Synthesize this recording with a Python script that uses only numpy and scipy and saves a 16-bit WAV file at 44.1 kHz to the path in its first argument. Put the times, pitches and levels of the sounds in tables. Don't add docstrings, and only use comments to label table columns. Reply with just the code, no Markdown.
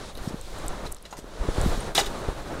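import sys
import numpy as np
from scipy import signal
from scipy.fft import rfft, irfft, next_fast_len
from scipy.io import wavfile
from scipy.ndimage import uniform_filter1d, map_coordinates

SR = 44100
rng = np.random.default_rng(int(sys.argv[2]) if len(sys.argv) > 2 else 0)


def elevation(decibels):
    levels = np.asarray(decibels, float)
    return 10 ** (levels / 20)


def file_out(sig):
    cols = np.atleast_2d(sig).T
    lim = np.clip(cols, -1, 1)
    pcm = np.round(lim * 32767).astype(np.int16)
    wavfile.write(sys.argv[1], SR, pcm)


N = 114660


def unit(x):
    return x / np.sqrt(np.mean(x ** 2) + 1e-20)


def along(points, hz):
    point_hz, value = np.transpose(points)
    return np.interp(np.log(hz + 1), np.log(point_hz + 1), value)


def wobble(rate):
    knots = rng.standard_normal(int(N * rate / SR) + 4)
    return map_coordinates(knots, [np.arange(N) * rate / SR])


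def filtered(x, response):
    size = next_fast_len(len(x) + 8192)
    hz = np.fft.rfftfreq(size, 1 / SR)
    return irfft(rfft(x, size) * response(hz), size)[:len(x)]


def add(track, start_s, sound):
    part = track[round(start_s * SR):][:len(sound)]
    part += sound[:len(part)]


# pitch_hz [Hz], density_db [dB per Hz]
FLOOR_SPECTRUM = [(100, -9), (1000, 20), (4000, -4), (9000, -4), (13000, -26), (16000, -1)]
FLOOR_DB = -70.5


def noise_floor():
    noise = rng.standard_normal(N)
    return elevation(FLOOR_DB) * unit(filtered(noise, lambda hz: elevation(along(FLOOR_SPECTRUM, hz))))


# pitch_hz [Hz], t60_s [s]
ROOM_DECAY = [(200, 0.21), (2000, 0.16), (10000, 0.18)]
ROOM_DB = -12


def room(x):
    hz, t, z = signal.stft(rng.standard_normal(SR // 2), SR, nperseg=256)
    decay = elevation(-60 * t / along(ROOM_DECAY, hz)[:, None])
    tail = signal.istft(z * decay, SR, nperseg=256)[1]
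    late = np.pad(x, (200, 0))
    return elevation(ROOM_DB) * signal.fftconvolve(late, tail / np.linalg.norm(tail))[:N]


def rush(spectrum, patchy_db, grain_db, grain_rate):
    z = signal.stft(rng.standard_normal(N), nperseg=512)[2]
    patches = uniform_filter1d(rng.standard_normal(z.shape), 8, 0)
    patches = uniform_filter1d(patches, 8, 1)
    noise = signal.istft(z * elevation(patchy_db * unit(patches)), nperseg=512)[1][:N]
    grainy = noise * elevation(grain_db * wobble(grain_rate))
    return unit(filtered(grainy, lambda hz: elevation(along(spectrum, hz))))


# pitch_hz [Hz], density_db [dB per Hz]
RUMBLE_SPECTRUM = [(4, -16), (11, 8.5), (22, -2.5), (38, 0.5), (55, -8), (85, -18), (130, -25), (250, -46)]
RUB_SPECTRUM = [(60, 3), (120, 1.5), (250, -1), (500, 1), (800, -4), (1300, -6), (2000, -14.5), (3000, -23),
                (5000, -37)]
HISS_SPECTRUM = [(1000, -10), (2000, -4), (2800, -2.5), (3800, 3), (5000, -3), (6500, -3.5), (8500, -6),
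                 (11000, -11.5), (13500, -45), (16000, -12)]
# time_s [s], rumble_db [dB], rub_db [dB], hiss_db [dB]
CLOTH_MOVES = [(0, -38.5, -39.5, -46.5), (.1, -43, -44.5, -46), (.145, -37.5, -49, -59.5),
               (.2, -34, -40.5, -50), (.27, -48.5, -39, -47), (.35, -37.5, -44, -52.5),
               (.46, -40, -50.5, -49.5), (.52, -35, -42, -48.5), (.6, -37.5, -37.5, -46),
               (.72, -39.5, -37, -48), (.85, -43.5, -37, -50.5), (.91, -38, -42.5, -54.5),
               (.99, -44, -53, -59.5), (1.09, -46, -51, -57), (1.27, -44.5, -47, -57),
               (1.34, -44, -42, -51), (1.44, -46, -35.5, -47.5), (1.55, -35, -35, -42),
               (1.67, -25.5, -32, -40), (1.73, -30, -32, -40.5), (1.78, -34, -37.5, -42.5),
               (1.88, -37, -35, -44.5), (1.93, -41, -42.5, -54), (2.11, -33.5, -36, -45.5),
               (2.25, -40.5, -35, -46.5), (2.42, -38.5, -38, -49), (2.6, -45, -35, -48.5)]


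def cloth():
    time_s, *levels = np.transpose(CLOTH_MOVES)
    rumble_db, rub_db, hiss_db = [np.interp(np.arange(N) / SR, time_s, level) for level in levels]
    flutter = wobble(35.274)
    rumble = rush(RUMBLE_SPECTRUM, patchy_db=-0.3, grain_db=1.4, grain_rate=29)
    rub = rush(RUB_SPECTRUM, patchy_db=0.52, grain_db=-0.5, grain_rate=260)
    hiss = rush(HISS_SPECTRUM, patchy_db=0.56, grain_db=0.5, grain_rate=400)
    return (elevation(rumble_db + 0.5 * wobble(10.57)) * rumble
            + elevation(rub_db + 1.56 * flutter) * rub
            + elevation(hiss_db + 0.32 * flutter) * hiss)


# peak_s [s], level_db [dB], pitch_hz [Hz], direction [signed gain]
CAPSULE_BUMPS = [(0.1762, -29.5, 410, 1), (0.2772, -17.5, 152, -0.85), (.298, -43, 92, 0.88),
                 (0.3101, -27.5, 250, 0.83), (0.344, -21.5, 182, -0.92), (0.698, -24, 9.3, 0.65),
                 (0.838, -36, 20, 0.64), (.895, -34.5, 52, 1), (1.190, -28.5, 240, -0.67),
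                 (1.244, -25.5, 270, 0.5), (1.415, -18, 34, 0.84), (1.4898, -15, 360, -0.83),
                 (1.5812, -19, 400, -0.88), (1.606, -23, 48, -0.91), (1.639, -21, 82, 1),
                 (1.650, -18, 36, -0.65), (1.6637, -10.5, 155, -0.75), (1.682, -11, 48, 0.49),
                 (1.714, -16, 23, -0.38), (1.761, -29, 92, 0.76), (1.778, -30, 165, -1.5),
                 (2.2888, -19.5, 430, -0.81), (2.302, -44, 360, -1)]
EDGE_RATIO, EDGE_DB = 2.07, -12.5


def bumps():
    out, t = np.zeros(N), np.arange(-SR // 20, SR // 8) / SR
    for peak_s, level_db, pitch_hz, direction in CAPSULE_BUMPS:
        for ratio, gain_db in (1, level_db), (EDGE_RATIO, level_db + EDGE_DB):
            u = (np.pi * pitch_hz * ratio * t) ** 2
            add(out, peak_s + t[0], direction * elevation(gain_db) * (1 - 2 * u) * np.exp(-u))
    return out


# slip_s [s], level_db [dB], swing_hz [Hz]
CAPSULE_TUGS = [(1.4877, -15, 19), (1.5851, -15, 31), (2.2863, -18.5, 24)]
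TIGHTEN_S, SLIP_S, SWING_T60_S = 0.0019, 0.00081, 0.143


def tugs():
    out, t = np.zeros(N), np.arange(-SR // 20, SR // 8) / SR
    slipped = (1 + np.tanh(t / SLIP_S)) / 2
    pull = (1 - slipped) * np.exp(-np.abs(t) / TIGHTEN_S)
    for slip_s, level_db, swing_hz in CAPSULE_TUGS:
        swing = np.cos(2 * np.pi * swing_hz * t) * elevation(-60 * np.abs(t) / SWING_T60_S)
        add(out, slip_s + t[0], elevation(level_db) * (slipped * swing - pull))
    return out


# start_s [s], level_db [dB], pitch_hz [Hz]
PLASTIC_TICKS = [(.153, -33, 9900), (.158, -52, 9000), (.1675, -41, 11550), (0.1736, -33.5, 4560),
                 (0.1748, -32, 10300), (.180, -35, 11000), (.413, -26.5, 8100), (.587, -30, 8800),
                 (.665, -29, 12100), (.682, -15, 8100), (.892, -39, 10000), (.915, -38, 8000),
                 (0.9197, -27, 8300), (0.9217, -20.5, 10500), (0.9247, -20, 8300), (.9247, -24, 11000),
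                 (0.9467, -27, 7600), (.966, -40, 10000), (.969, -43, 12000), (.985, -41, 5200),
                 (1.026, -31.5, 10000), (1.1703, -34, 6560), (1.6142, -17.5, 7800)]
TICK_CYCLES, TICK_RISE_CYCLES = 6.5, 1.5
OVERTONE_RATIO, OVERTONE_DB = 1.4, -9
FIZZ_DB, FIZZ_T60_S = -28, 0.025


def ticks():
    out, t = np.zeros(N), np.arange(SR // 50) / SR
    for start_s, level_db, pitch_hz in PLASTIC_TICKS:
        noise = np.diff(rng.standard_normal(len(t) + 2), 2) / 2
        fizz = elevation(FIZZ_DB - 60 * t / FIZZ_T60_S) * noise
        rise = 1 - np.exp(-(t * pitch_hz / TICK_RISE_CYCLES) ** 2)
        life = elevation(-30 * t * pitch_hz / TICK_CYCLES) * rise
        ring = np.sin(2 * np.pi * pitch_hz * t)
        overtone = np.sin(2 * np.pi * pitch_hz * OVERTONE_RATIO * t + rng.uniform(0, 8.3))
        ring = ring + elevation(OVERTONE_DB) * overtone
        add(out, start_s, elevation(level_db) * (ring * life / life.max() + fizz))
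    return out


# start_s [s], length_s [s], level_db [dB], pitch_hz [Hz] at the start
PLASTIC_SQUEAKS = [(.283, 0.0079, -41, 5440), (.862, .012, -36, 3950), (1.104, .022, -46.5, 6570),
                   (1.8, .013, -37, 8600), (1.132, 0.02, -54, 6400), (1.3, 0.028, -65, 6200),
                   (1.176, 0.015, -55, 5500)]


def squeaks():
    out, t = np.zeros(N), np.arange(SR // 8) / SR
    for start_s, length_s, level_db, pitch_hz in PLASTIC_SQUEAKS:
        u = np.clip(t / length_s, 0, 1)
        jitter = np.cumsum(0.12 * rng.standard_normal(len(t)))
        tone = np.sin(2 * np.pi * pitch_hz * t * (1 + 0.022 * u) + jitter)
        add(out, start_s, elevation(level_db) * np.sin(np.pi * u) * tone)
    return out


def tilt_db(hz, slope):
    return slope * np.log2((hz + 700) / 2700) - 10 * np.log10(1 + (hz / 12400) ** 4)


# pitch_hz [Hz], level_db [dB], t60_s [s]; knocks play them too
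FRAME_MODES = [(406, -4.5, 0.071), (590, -2, 0.042), (678, -2.5, 0.047), (785, 0.5, 0.043),
               (857, -8.5, 0.056), (1000, -5, 0.041), (1180, -1.5, 0.024), (1400, -7.5, 0.037),
               (1590, -8, 0.013), (1987, -2, 0.055), (2720, -11, 0.047), (2942, -5, 0.052),
               (3535, -4, 0.04), (3837, 2, 0.021), (4090, 0, 0.02), (5250, -5.5, 0.034), (6010, -9, 0.054),
               (6920, -6.5, 0.091), (8300, -10.5, 0.059), (11000, -12, 0.018)]
SCRAPE_WIDEN = 13


def rubbed_frame(hz):
    total = 0
    for k, (mode_hz, level_db, t60_s) in enumerate(FRAME_MODES):
        damping = 1j * hz * SCRAPE_WIDEN * 2 / t60_s
        total = total + elevation(level_db) * damping / (mode_hz * mode_hz - hz * hz + damping) * (-1) ** k
    return total


# start_s [s], length_s [s], level_db [dB], slope [dB per octave]
FRAME_SCRAPES = [(0.222, 0.059, -50.5, 8), (0.28, 0.017, -47, 3), (0.852, 0.024, -44, -1.5),
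                 (1.05, 0.017, -47.5, -3.5), (1.106, 0.023, -52, 1), (1.167, 0.03, -47, 3),
                 (1.9489, 0.055, -26, 0), (1.981, 0.027, -30, 0), (2.007, 0.0706, -38, -3.5),
                 (2.057, 0.011, -40, 4)]
SCRAPE_RISE_S, SCRAPE_FALL_S = 0.00084, 0.0057
GRAINS_PER_S, GRAIN_SPREAD_DB = 4600, 3


def scrapes():
    out, t = np.zeros(N), np.arange(SR // 8) / SR
    for start_s, length_s, level_db, slope in FRAME_SCRAPES:
        chance, strength = rng.random((2, len(t)))
        hits = chance < GRAINS_PER_S / SR
        grains = hits * elevation(GRAIN_SPREAD_DB * strength) * rng.choice([-1, 1], len(t))
        fall = np.exp(-np.maximum(t - length_s, 0) / SCRAPE_FALL_S)
        stroke = (1 - np.exp(-t / SCRAPE_RISE_S)) * fall
        rasp = unit(filtered(grains, lambda hz: (rubbed_frame(hz) + 0.1) * elevation(tilt_db(hz, slope))))
        add(out, start_s, elevation(level_db) * stroke * rasp)
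    return out


# start_s [s], level_db [dB], favoured_hz [Hz]
FRAME_KNOCKS = [(.153, -44.5, 3570), (.1745, -43.5, 2600), (.1795, -38, 3250), (0.255, -42, 1300),
                (.966, -47, 4800), (1.0525, -38, 3870), (1.056, -45, 1800), (1.1268, -33, 1050),
                (1.130, -37.5, 1400), (1.135, -38, 1000), (1.1706, -45.5, 2200), (1.189, -37, 447),
                (1.949, -25, 10500), (1.954, -25.5, 4540), (1.960, -28, 3900), (1.972, -25, 2800),
                (1.9783, -15.5, 3700), (1.9812, -19.5, 800), (1.9835, -23, 2480), (1.9915, -23, 700),
                (1.991, -30, 5500), (1.996, -33, 3000), (2.002, -22.5, 600), (2.010, -30, 3500),
                (2.014, -22.5, 430), (2.021, -41, 5000), (2.045, -36, 3500), (2.060, -39, 9000),
                (2.064, -32.5, 3680)]
FAVOUR_OCTAVES, FAVOUR_DB = 0.57, 16
CRACK_DB, CRACK_T60_S = 2.5, 0.036


def knocks():
    out, t = np.zeros(N), np.arange(SR // 8) / SR
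    for start_s, level_db, favoured_hz in FRAME_KNOCKS:
        def favour_db(hz):
            octaves = np.log2((hz + 1) / favoured_hz)
            return FAVOUR_DB * (np.exp(-(octaves / FAVOUR_OCTAVES) ** 2) - 1) + tilt_db(hz, 0)

        ring = np.zeros(len(t))
        for mode_hz, mode_db, t60_s in FRAME_MODES:
            struck_db = mode_db + favour_db(mode_hz) + rng.normal(0, 4.9)
            struck_hz = mode_hz * rng.normal(1, 0.0064)
            tone = np.sin(2 * np.pi * struck_hz * t + rng.uniform(0, 3.3))
            ring += elevation(struck_db - 60 * t / t60_s) * tone
        burst = elevation(CRACK_DB - 60 * t / CRACK_T60_S) * rng.standard_normal(len(t))
        crack = filtered(burst, lambda hz: elevation(favour_db(hz)) * (hz > 250))
        attack = 1 - np.exp(-t / 0.0001)
        add(out, start_s, elevation(level_db) * (ring + crack) * attack)
    return out


def scene():
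    plastic = knocks() + scrapes() + squeaks()
    handling = cloth() + bumps() + tugs()
    mix = noise_floor() + room(plastic) + handling + ticks() + plastic
    return mix[None]


def band_limit(x):
    return signal.sosfilt(signal.butter(12, 16500, fs=SR, output="sos"), x)


MIC_RESPONSE = [(1000, 0.5), (12000, -1), (14000, -2), (15700, -9.5), (15900, -24), (17000, -30)]


def record(dry):
    finished = filtered(dry[0], lambda hz: elevation(along(MIC_RESPONSE, hz)))[None]
    return band_limit(finished)


dry = scene()
out = record(dry)
file_out(out)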